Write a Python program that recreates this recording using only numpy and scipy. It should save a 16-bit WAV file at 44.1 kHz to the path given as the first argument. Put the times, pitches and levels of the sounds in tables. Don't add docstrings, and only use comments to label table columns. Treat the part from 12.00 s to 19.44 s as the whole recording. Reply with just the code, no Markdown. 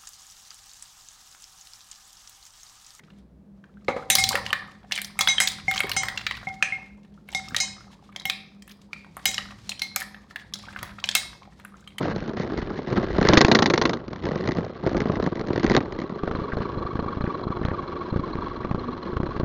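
import sys
import numpy as np
from scipy import signal
from scipy.fft import rfft, irfft
from scipy.io import wavfile
from scipy.ndimage import uniform_filter1d, map_coordinates

SR = 44100
rng = np.random.default_rng(int(sys.argv[2]) if len(sys.argv) > 2 else 0)


def unload_wav(signal):
    wavfile.write(
        sys.argv[1],
        SR,
        np.round(np.clip(np.atleast_2d(signal).T, -1, 1) * 32767).astype(np.int16),
    )


N = 328104
TIME_S = np.arange(N) / SR

# start in seconds, boom in dB, clash in dB, clash decay in seconds.
HOPS = [(1.287, -15, -30, 0.0024), (1.3356, -13.5, -27, 0.0088), (1.3719, -19, -12.5, .011),
        (1.408, -12.5, -19.5, 0.012), (1.448, -27.5, -16.5, 0.0028), (1.482, -14.5, -26.5, 0.0058),
        (1.515, -11.5, -20, .008), (1.549, -17, -18, 0.01), (1.589, -17.5, -23.5, 0.006),
        (1.6222, -17.5, -20, 0.0084), (1.659, -18, -21, 0.0074), (1.7, -18.5, -26.5, .009),
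        (1.737, -20, -22, 0.0068), (1.777, -22, -25.5, 0.0063), (1.8145, -19, -23.5, 0.0087),
        (1.8532, -22, -23, 0.0074), (1.894, -21.5, -29, 0.0056), (1.933, -23, -32, 0.007)]
# start in seconds, thud in dB, crack in dB.
BOTTOMING = [(1.2877, -13, -15.5), (1.3345, -12, -13), (1.376, 2, -11), (1.414, -32, -13.5),
             (1.448, 2.5, -13), (3.7658, -20, -17.5)]
# start in seconds, boom in dB, rattle in dB.
KNOCKS = [(.011, -21.5, -42), (0.029, -20, -31.5), (.05, -31, -37), (.082, -19.5, -35), (.099, -26, -34),
          (.161, -19, -34), (.204, -39, -37), (.23, -35, -47), (.278, -24, -37.5), (0.37, -24.5, -35),
          (0.3976, -16.5, -33), (.433, -24, -36), (.475, -28.5, -38), (0.539, -31, -51), (.576, -25, -32),
          (0.5836, -22.5, -39), (.703, -22, -41), (0.789, -22, -41), (.872, -25, -37), (0.902, -31, -36),
          (.927, -20.5, -33), (0.965, -36, -32), (0.977, -16.5, -40), (0.997, -27, -40),
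          (1.029, -20, -35.5), (1.103, -23.5, -42), (1.13, -27, -36), (1.16, -20, -41), (1.183, -10, -27.5),
          (1.213, -11, -25), (1.228, -18, -21.5), (1.2513, -30, -23.5), (1.2716, -32, -18),
          (1.971, -36, -37), (2.081, -29, -39.5), (2.108, -33, -51), (2.131, -27.5, -35.5),
          (2.16, -33, -37), (2.239, -22, -36.5), (2.254, -21.5, -29.5), (2.269, -28, -42),
          (2.288, -21, -32.5), (2.317, -22, -33), (2.333, -25, -53), (2.357, -18, -31.5), (2.378, -30, -38),
          (2.394, -28, -45), (2.409, -25.5, -34), (2.421, -29, -41), (2.44, -34, -33.5),
          (2.457, -22.5, -40), (2.475, -21, -25.5), (2.489, -15, -27.5), (2.51, -28, -30),
          (2.519, -21, -27), (2.55, -25.5, -40), (2.57, -23, -34), (2.584, -17, -35.5), (2.607, -23.5, -41),
          (2.648, -31, -40), (2.664, -27, -48), (2.837, -22, -41.5), (2.864, -14, -33), (2.872, -21, -32),
          (2.893, -33, -34), (2.93, -22, -39), (2.945, -18, -37), (2.968, -20.5, -29), (2.978, -21, -34),
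          (3.0031, -17, -24.5), (3.017, -16.5, -31), (3.0563, -17.5, -42), (3.085, -30, -41),
          (3.0961, -14, -52), (3.12, -38, -34.5), (3.137, -22, -45), (3.156, -34, -29.5),
          (3.169, -19.5, -41), (3.1988, -17, -39), (3.226, -18, -31), (3.24, -21, -36), (3.263, -18, -27.5),
          (3.2724, -15.5, -36), (3.322, -23, -51), (3.355, -36, -35), (3.371, -26, -37),
          (3.3945, -24, -33.5), (3.412, -27, -34), (3.471, -31, -37), (3.485, -23, -34.5),
          (3.5031, -14.5, -44), (3.532, -20.5, -31.5), (3.56, -28, -28.5), (3.5776, -15.5, -30),
          (3.597, -25, -30), (3.632, -22.5, -29), (3.643, -11, -26), (3.665, -40, -23.5), (3.677, -41, -35),
          (3.698, -15.5, -20), (3.709, -13, -29), (3.717, -15.5, -22), (3.739, -18, -29),
          (3.7492, -13, -17), (3.7679, -11, -26), (3.776, -14.5, -25), (3.805, -24, -32),
          (3.831, -25.5, -46), (3.857, -29, -43), (3.923, -25.5, -35), (3.988, -23, -32),
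          (4.001, -29, -37.5), (4.0167, -25, -34), (4.037, -26, -43), (4.095, -24, -41), (4.12, -24.5, -51),
          (4.157, -26.5, -48)]
# time in seconds, rumble in dB, grit rattle in dB.
ROAD = [(0, -26, -39.5), (0.33, -35.5, -45.5), (0.42, -30, -43.5), (0.62, -29, -42), (0.84, -36.5, -46.5),
        (0.97, -22, -36), (1.1, -31, -43), (1.2, -24, -31), (1.33, -13.5, -28.5), (1.44, -35.5, -40.5),
        (1.9, -33, -59), (2.19, -39, -54.5), (2.26, -30.5, -51.5), (2.55, -31, -52), (2.77, -36.5, -60),
        (2.87, -27, -49.5), (3.27, -31.5, -51), (3.37, -33, -59), (3.72, -26.5, -41), (3.87, -33.5, -57),
        (4.18, -40.5, -53), (4.3, -27.5, -45.5), (4.6, -32.5, -43), (4.75, -32, -48), (7.44, -33.5, -45.5)]
# landing in seconds, push in dB, push half length in seconds, clunk in dB.
BOUNCES = [(4.237, -16, 0.00083, -30), (4.2785, -16.5, 0.00057, -27), (4.3151, -20, 0.00073, -27.5),
           (4.3528, -16.5, 0.00084, -32), (4.3898, -18.5, .0015, -34), (4.4204, -20, 0.0012, -44),
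           (4.5363, -17, 0.00065, -31.5), (4.572, -14.5, .0006, -31), (4.607, -19, 0.0015, -36),
           (4.7758, -22, 0.0016, -44), (4.8544, -22, 0.0027, -45), (4.9571, -16, 0.0013, -37),
           (4.994, -18.5, 0.0017, -29), (5.0281, -20.5, 0.0011, -40), (5.0635, -21.5, .001, -38),
           (5.1739, -18.5, 0.0015, -45), (5.2109, -16.5, 0.00083, -31.5), (5.243, -15.5, 0.0016, -31.5),
           (5.278, -16.5, 0.0011, -35), (5.4711, -17.5, 0.0012, -43), (5.5058, -17.5, 0.0012, -40),
           (5.573, -24, .001, -33), (5.6163, -17, 0.00099, -39), (5.6534, -14.5, 0.0018, -27),
           (5.6865, -18.5, 0.0019, -29.5), (5.7173, -18, .001, -35), (6.1283, -16, 0.00097, -43),
           (6.1634, -12.5, 0.0016, -31), (6.197, -16, 0.0011, -35), (6.2327, -24, 0.00086, -39),
           (6.3565, -17.5, 0.00076, -34.5), (6.3895, -21.5, 0.0012, -33), (6.6495, -18.5, 0.00066, -31),
           (6.6733, -23.5, 0.001, -40), (6.7141, -14.5, 0.0013, -30), (6.7485, -14.5, 0.0013, -29.5),
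           (6.754, -18, .001, -42), (6.7821, -21, 0.00085, -51), (6.8137, -28, 0.0019, -43),
           (7.1338, -19.5, 0.00093, -37), (7.1704, -17.5, 0.0025, -29.5), (7.2038, -13.5, 0.00093, -32),
           (7.234, -15.5, 0.00058, -32), (7.2615, -27, 0.001, -38), (7.2914, -19, 0.00059, -40),
           (7.366, -20.5, 0.00093, -33), (7.4009, -13.5, .0008, -31), (7.4347, -14.5, 0.0012, -39)]
# position in turns, nominal pitch in Hz, whine in dB,
# hardest rub in seconds, fade on either side in dB per second, sizzle in dB.
HIGH_SPOTS = [(-.004, 1108, 1.5, 5.8, 4.5, -5), (.204, 1125, -8.5, 5.8, 1, -8),
              (.409, 1157, -6.5, 6.4, 2, 2), (.609, 1135, -4.5, 6.5, 0, -5), (.796, 1162, .5, 5.15, 3, -4)]
# time in seconds, level in dB.
RUB_LEVEL = [(0, -14), (2, -17), (2.8, -14), (3.4, -9), (4.13, -7), (4.22, -2), (4.42, 0), (4.9, 0),
             (6.3, .5), (6.7, -1), (7.44, 0)]
# time in seconds, level in dB.
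CREAKS = [(4.52, -29.5), (5.264, -34), (5.635, -36.5), (5.673, -39), (5.707, -36.5), (6.635, -40)]
# middle in seconds, length in seconds, level in dB.
SCUFFS = [(0.033, 0.052, -42), (0.066, 0.027, -41), (0.112, 0.025, -39.5), (0.385, 0.038, -43),
          (0.418, 0.031, -37), (0.59, 0.039, -41), (0.777, 0.032, -40), (0.933, 0.028, -46),
          (1.04, 0.025, -43), (1.114, 0.019, -39)]
# frequency in Hz, level in dB.
SHELL_BOOM = [(30, -24), (80, -4), (150, -2.5), (230, -3.5), (275, -7), (335, -1), (420, -3.5), (520, -7.5),
              (700, -13.5), (900, -16.5), (1100, -15.5), (1400, -21), (2500, -56.5)]
METAL_CLASH = [(60, -2.5), (300, 15), (750, 9.5), (1060, 12.5), (1500, 6), (1950, 10), (2600, -0.5),
               (3200, -0.5), (4000, 6), (5000, -2), (6400, -6), (7000, -14)]
FITTING_RATTLE = [(200, -9.5), (600, -5.5), (1100, 2.5), (1400, 11), (1700, 13), (1950, 0.5), (2500, -0.5),
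                  (3200, -4), (4100, -4.5), (5000, -9.5), (6300, -20.5), (7000, -33)]
FITTING_TICK = [(200, -15), (600, -10), (1100, 0), (1400, 1), (1950, 11.5), (2500, -4), (3200, -6),
                (4200, -1.5), (5000, -7.5), (6300, -13.5), (7000, -20.5)]
MOUNT_CLUNK = [(150, -7.5), (450, 0), (700, -1.5), (1200, -2), (1900, -14), (2600, -23), (4300, -28),
               (7000, -43)]
# frequency in Hz, width in Hz, level in dB.
CHASSIS_MODES = [(326, 36, 17), (1072, 22, 10), (1312, 30, 1), (1569, 28, 3), (1865, 70, 1), (1987, 40, -3),
                 (2697, 60, -4), (2945, 70, -2), (3195, 40, -7), (3465, 50, -5), (3741, 30, -6),
                 (4018, 70, -4), (4205, 40, -5), (4473, 30, -6)]
WHEEL_MODES = [(843, 30, -1.5), (987, 31, 6.5), (1112, 176, 5.5), (1270, 90, -10), (1515, 44, -7),
               (2190, 49, -10.5), (2750, 40, -16.5), (3330, 130, -14), (4042, 96, -12.5),
               (5000, 130, -29.5), (5600, 320, -33)]
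CONTACT_MODES = [(3300, 94, 11.5), (4240, 160, 8), (4400, 200, -20.5), (4920, 200, -23), (5240, 150, -8)]
# frequency in Hz, width in Hz, level in dB, peak in seconds, swell sigma in seconds.
FRAME_MODES = [(365, 30, -37, .9, .3), (215, 24, -38, .15, .4), (409, 34, -38, 4.45, .3),
               (356, 16, -42, 6.4, 1.8), (249, 12, -39.5, 6.92, .22), (262, 36, -46, 5.6, 1.5)]


def wheel_hops():
    out, clash = np.zeros(N), metal(METAL_CLASH, ring_db=-11)
    shell = signal.sosfilt(signal.butter(2, 130, "high", fs=SR, output="sos"), response(SHELL_BOOM))
    boom = unit(shell) + undb(-6.5) * ring(signal.unit_impulse(2048), [(238, 47, .41), (299, 102, .04)])
    for start_s, boom_db, clash_db, decay_s in HOPS:
        askew = metal([(hz, db + 1.6 * rng.standard_normal()) for hz, db in METAL_CLASH], ring_db=-13)
        add(out, start_s, undb(clash_db + 3) * burst(askew, decay_s, .023, shape=2, crunch_db=2.5))
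        rebound_s = start_s + rng.uniform(.011, .022)
        add(out, rebound_s, undb(clash_db - 14) * burst(askew, .002, .012))
        add(out, start_s, undb(clash_db - 12.5) * burst(clash, .024, .01))
        add(out, start_s, undb(boom_db - 1.2) * burst(boom, .021, .027))
    age_s = np.arange(4000) / SR
    thud = np.cos(2 * np.pi * 45 * age_s) * np.exp(-age_s / .0021)
    for start_s, thud_db, crack_db in BOTTOMING:
        add(out, start_s, undb(crack_db) * burst(clash, .0013, .012))
        add(out, start_s, undb(thud_db) * thud)
    return out


def road_knocks():
    out, tick = np.zeros(N), metal(FITTING_TICK, ring_db=-24)
    floor_panel = ring(signal.unit_impulse(2048), [(210, 186, 0)])
    boom = unit(response(SHELL_BOOM)) + undb(2) * floor_panel
    for start_s, boom_db, rattle_db in KNOCKS + small_cracks():
        add(out, start_s + .000935, undb(boom_db - 4) * burst(boom, .0065, .014, shape=1.14))
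        add(out, start_s, undb(rattle_db - 3.5) * burst(tick, .0023, .0062))
    return out


def small_cracks(count=400, rate_per_s=20, spread_db=3, rough_end_s=4.18):
    starts_s = np.cumsum(rng.gamma(6, 1 / 6, count)) / rate_per_s
    shared_db, own_db = spread_db * np.clip(rng.standard_normal((count, 2)).T, -1.5, 1.5)
    road_s, rumble_db, grit_db = np.transpose(ROAD)
    boom_db = np.interp(starts_s, road_s, rumble_db) + 3 + shared_db
    rattle_db = np.interp(starts_s, road_s, grit_db) + .5 + (shared_db + own_db) / np.sqrt(2)
    return [row for row in zip(starts_s, boom_db, rattle_db) if row[0] < rough_end_s]


def rolling(jiggle_hz=27.5, sway_cap_db=-26):
    road_db, grit_db = curve(ROAD), curve(ROAD, column=2)
    smooth = np.interp(TIME_S, [3.8, 4.6], [0, 1])
    jiggle = np.sin(2 * np.pi * (jiggle_hz * TIME_S + .25 * wander(12)))
    load = np.tanh(1.06 * jiggle + .53 * wander(60)) * (1 - .5 * smooth)
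    jolts = np.tanh(wander(260)) * np.interp(TIME_S, [1.2, 2.2, 3.8, 4.6], [.55, 1, 1, .6])
    coarse_grain = stones(900, 3.1) * undb(7.14 * load)
    fine_grain = stones(2200, 4.4) * undb(4.1 * load + 17.2 * jolts)
    rumble = drive(coarse_grain, response(SHELL_BOOM))
    grit = drive(fine_grain, metal(FITTING_RATTLE, ring_db=-3.5))
    sway_band = signal.butter(2, [18, 90], "band", fs=SR, output="sos")
    sway = unit(signal.sosfilt(sway_band, rng.standard_normal(N)))
    sway_db = np.minimum(road_db, sway_cap_db) + 1.3 * load + 8.5 * np.tanh(wander(8.1))
    return (rumble * undb(road_db - 2.5 + 2.45 * smooth)
            + grit * undb(grit_db + 1.33 + .47 * smooth)
            + sway * undb(sway_db - 11.5 - 3.4 * smooth))


def bounces(size=1100):
    out, boom, clunk = np.zeros(N), response(SHELL_BOOM), response(MOUNT_CLUNK)
    tyre_lowpass = signal.butter(2, 900, fs=SR, output="sos")
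    age_s = (np.arange(size) - size // 2) / SR
    lifts_s = .0024 * np.exp(.14 * rng.standard_normal(len(BOUNCES)))
    for (landing_s, push_db, half_s, clunk_db), lift_s in zip(BOUNCES, lifts_s):
        push = np.exp(-np.abs(age_s / half_s) ** 3)
        since_touch_s = age_s + half_s
        dip = np.exp(-np.where(since_touch_s < 0, -since_touch_s / lift_s, since_touch_s / .00035))
        thump = signal.sosfilt(tyre_lowpass, push - 1.24 * dip)
        add(out, landing_s + age_s[0], undb(push_db - .25) * thump)
        add(out, landing_s, undb(push_db - 15) * burst(boom, .009, .012))
        add(out, landing_s - .002, undb(clunk_db + .5) * burst(clunk, .0019, .0061))
    return out


def wheel_rub(turn_zero_s=3.857, turns_per_s=4.8213, slowing_per_s2=.1774, drag=.35):
    since_s = TIME_S - turn_zero_s
    turns = turns_per_s * since_s - slowing_per_s2 * since_s ** 2 / 2
    pitch_sag = np.interp(TIME_S, [4.4, 7.4], [1.006, .988])
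    waver = 1 + .018 * wander(260)
    whine, pressure, sizzle = 0, 0, 0
    for position, hz, top_db, hardest_s, fade_db_per_s, sizzle_db in HIGH_SPOTS:
        whine_db = top_db - fade_db_per_s * np.abs(TIME_S - hardest_s)
        away_turns = (turns - position + .5) % 1 - .5
        contact = np.exp(-(away_turns / .04) ** 2)
        tip = np.exp(-((away_turns + .005) / .026) ** 2)
        phase = 2 * np.pi * np.cumsum(hz * pitch_sag * waver) / SR
        stick_slip = np.sin(phase) + undb(-22.5) * np.sin(2 * phase) + undb(-29) * np.sin(3 * phase)
        whine += contact * undb(whine_db) * stick_slip
        sizzle += tip * undb(sizzle_db)
        pressure += contact * undb(whine_db / 2)
    whine *= undb(-26.8 + wander(220))
    scrape = undb(-38.2) * (pressure + drag) * ring(rng.standard_normal(N), WHEEL_MODES)
    rasp_gain = undb(-46 + 3 * wander(500))
    rasp_hz = 4140 * (1 + .028 * wander(850))
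    rasp = rasp_gain * np.sin(2 * np.pi * np.cumsum(rasp_hz) / SR)
    hiss = undb(-56.5) * ring(rng.standard_normal(N), CONTACT_MODES)
    return (whine + scrape + sizzle * (rasp + hiss)) * undb(curve(RUB_LEVEL))


def frame_hum():
    out = 0
    for hz, width_hz, db, peak_s, sigma_s in FRAME_MODES:
        swell = np.exp(-((TIME_S - peak_s) / sigma_s) ** 2 / 2)
        out += undb(db) * swell * ring(rng.standard_normal(N), [(hz, width_hz, 0)])
    return out


def loose_fittings():
    hits = stones(190, 3)
    tick = burst(metal(FITTING_TICK, ring_db=-12), .0009, .005)
    trim_db = np.interp(TIME_S, [1.9, 2.2, 3.8, 4.6], [-11, .5, -1, -14])
    return drive(hits, tick) * undb(curve(ROAD, column=2) + trim_db)


def gravel_scuffs():
    swell = np.zeros(N)
    for middle_s, length_s, db in SCUFFS:
        add(swell, middle_s - length_s / 2, undb(db) * np.sqrt(np.hanning(int(length_s * SR))))
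    return swell * drive(stones(4000, 2.2), metal(FITTING_TICK, ring_db=-9))


def joint_creaks(size=1000):
    out, age_s = np.zeros(N), np.arange(size) / SR
    for time_s, db in CREAKS:
        slip = unit(uniform_filter1d(rng.standard_normal(size), size=24))
        hz = (1530 + 520 * np.exp(-age_s / .004)) * (1 + .16 * slip)
        swell = age_s / .0037 * np.exp(1 - age_s / .0044)
        add(out, time_s - .001, undb(db + .5) * swell * np.sin(2 * np.pi * np.cumsum(hz) / SR))
    return out


def airborne_gain(lead_s=.021):
    lift = np.zeros(N)
    for landing_s, db, *_ in BOUNCES + HOPS:
        add(lift, landing_s - lead_s, undb(db) * np.hanning(1000))
    return undb(-44 * lift)


def stones(rate_per_s, spread_db):
    hit = rng.random(N) < rate_per_s / SR
    return hit * rng.choice([-1, 1], N) * undb(spread_db * np.clip(rng.standard_normal(N), -2, 2))


def burst(part, decay_s, window_s, shape=1, crunch_db=0, size=2600):
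    age_s = np.arange(size) / SR
    grains = np.repeat(np.tanh(rng.standard_normal(size)), 40)[:size]
    push = rng.standard_normal(size) * undb(crunch_db * grains) * np.exp(-(age_s / decay_s) ** shape)
    sound = signal.fftconvolve(push, part)
    return sound * np.sqrt(window_s * SR / np.sum(sound ** 2))


def metal(spectrum, ring_db):
    return unit(response(spectrum)) + undb(ring_db) * ring(signal.unit_impulse(2048), CHASSIS_MODES)


def response(spectrum, size=2048):
    hz, db = np.transpose(spectrum)
    bins_hz = np.maximum(np.arange(size // 2 + 1) * SR / size, 1)
    gain = undb(np.interp(np.log(bins_hz), np.log(hz), db))
    cepstrum = irfft(np.log(gain))
    cepstrum[1:size // 2] *= 2
    cepstrum[size // 2 + 1:] = 0
    return irfft(np.exp(rfft(cepstrum)))


def ring(x, modes):
    out = 0
    for hz, width_hz, db in modes:
        b, a = signal.iirpeak(hz, hz / (np.pi / 2 * width_hz), fs=SR)
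        out += undb(db) * signal.lfilter(b, a, signal.lfilter(b, a, x))
    return unit(out)


def drive(hits, part):
    return unit(signal.fftconvolve(hits, part)[:N])


def wander(rate_hz):
    points = rng.standard_normal(4096)
    return map_coordinates(points, [TIME_S * rate_hz], order=1, mode="wrap") * np.sqrt(3 / 2)


def curve(rows, column=1):
    rows = np.array(rows)
    return np.interp(TIME_S, rows[:, 0], rows[:, column])


def add(track, start_s, sound):
    start = int(np.clip(start_s * SR, 0, N - 1))
    track[start:start + len(sound)] += sound[:N - start]


def undb(db):
    return 10 ** (np.asarray(db) / 20)


def unit(x):
    return x / np.sqrt(np.mean(x ** 2))


def scene():
    running = (rolling() + loose_fittings() + wheel_rub() + frame_hum()) * airborne_gain()
    return (running + gravel_scuffs() + road_knocks() + wheel_hops() + bounces() + joint_creaks())[None]


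def record(dry, input_limit=.68, band_hz=6930, overshoot_limit=.72, top_hz=15800):
    band_lowpass = signal.ellip(6, .15, 40, band_hz, fs=SR, output="sos")
    top_lowpass = signal.ellip(8, .2, 70, top_hz, fs=SR, output="sos")
    overloaded = signal.sosfiltfilt(band_lowpass, np.clip(dry, -input_limit, input_limit))
    return signal.sosfilt(top_lowpass, np.clip(overloaded, -overshoot_limit, overshoot_limit))


dry = scene()
out = record(dry)
unload_wav(out)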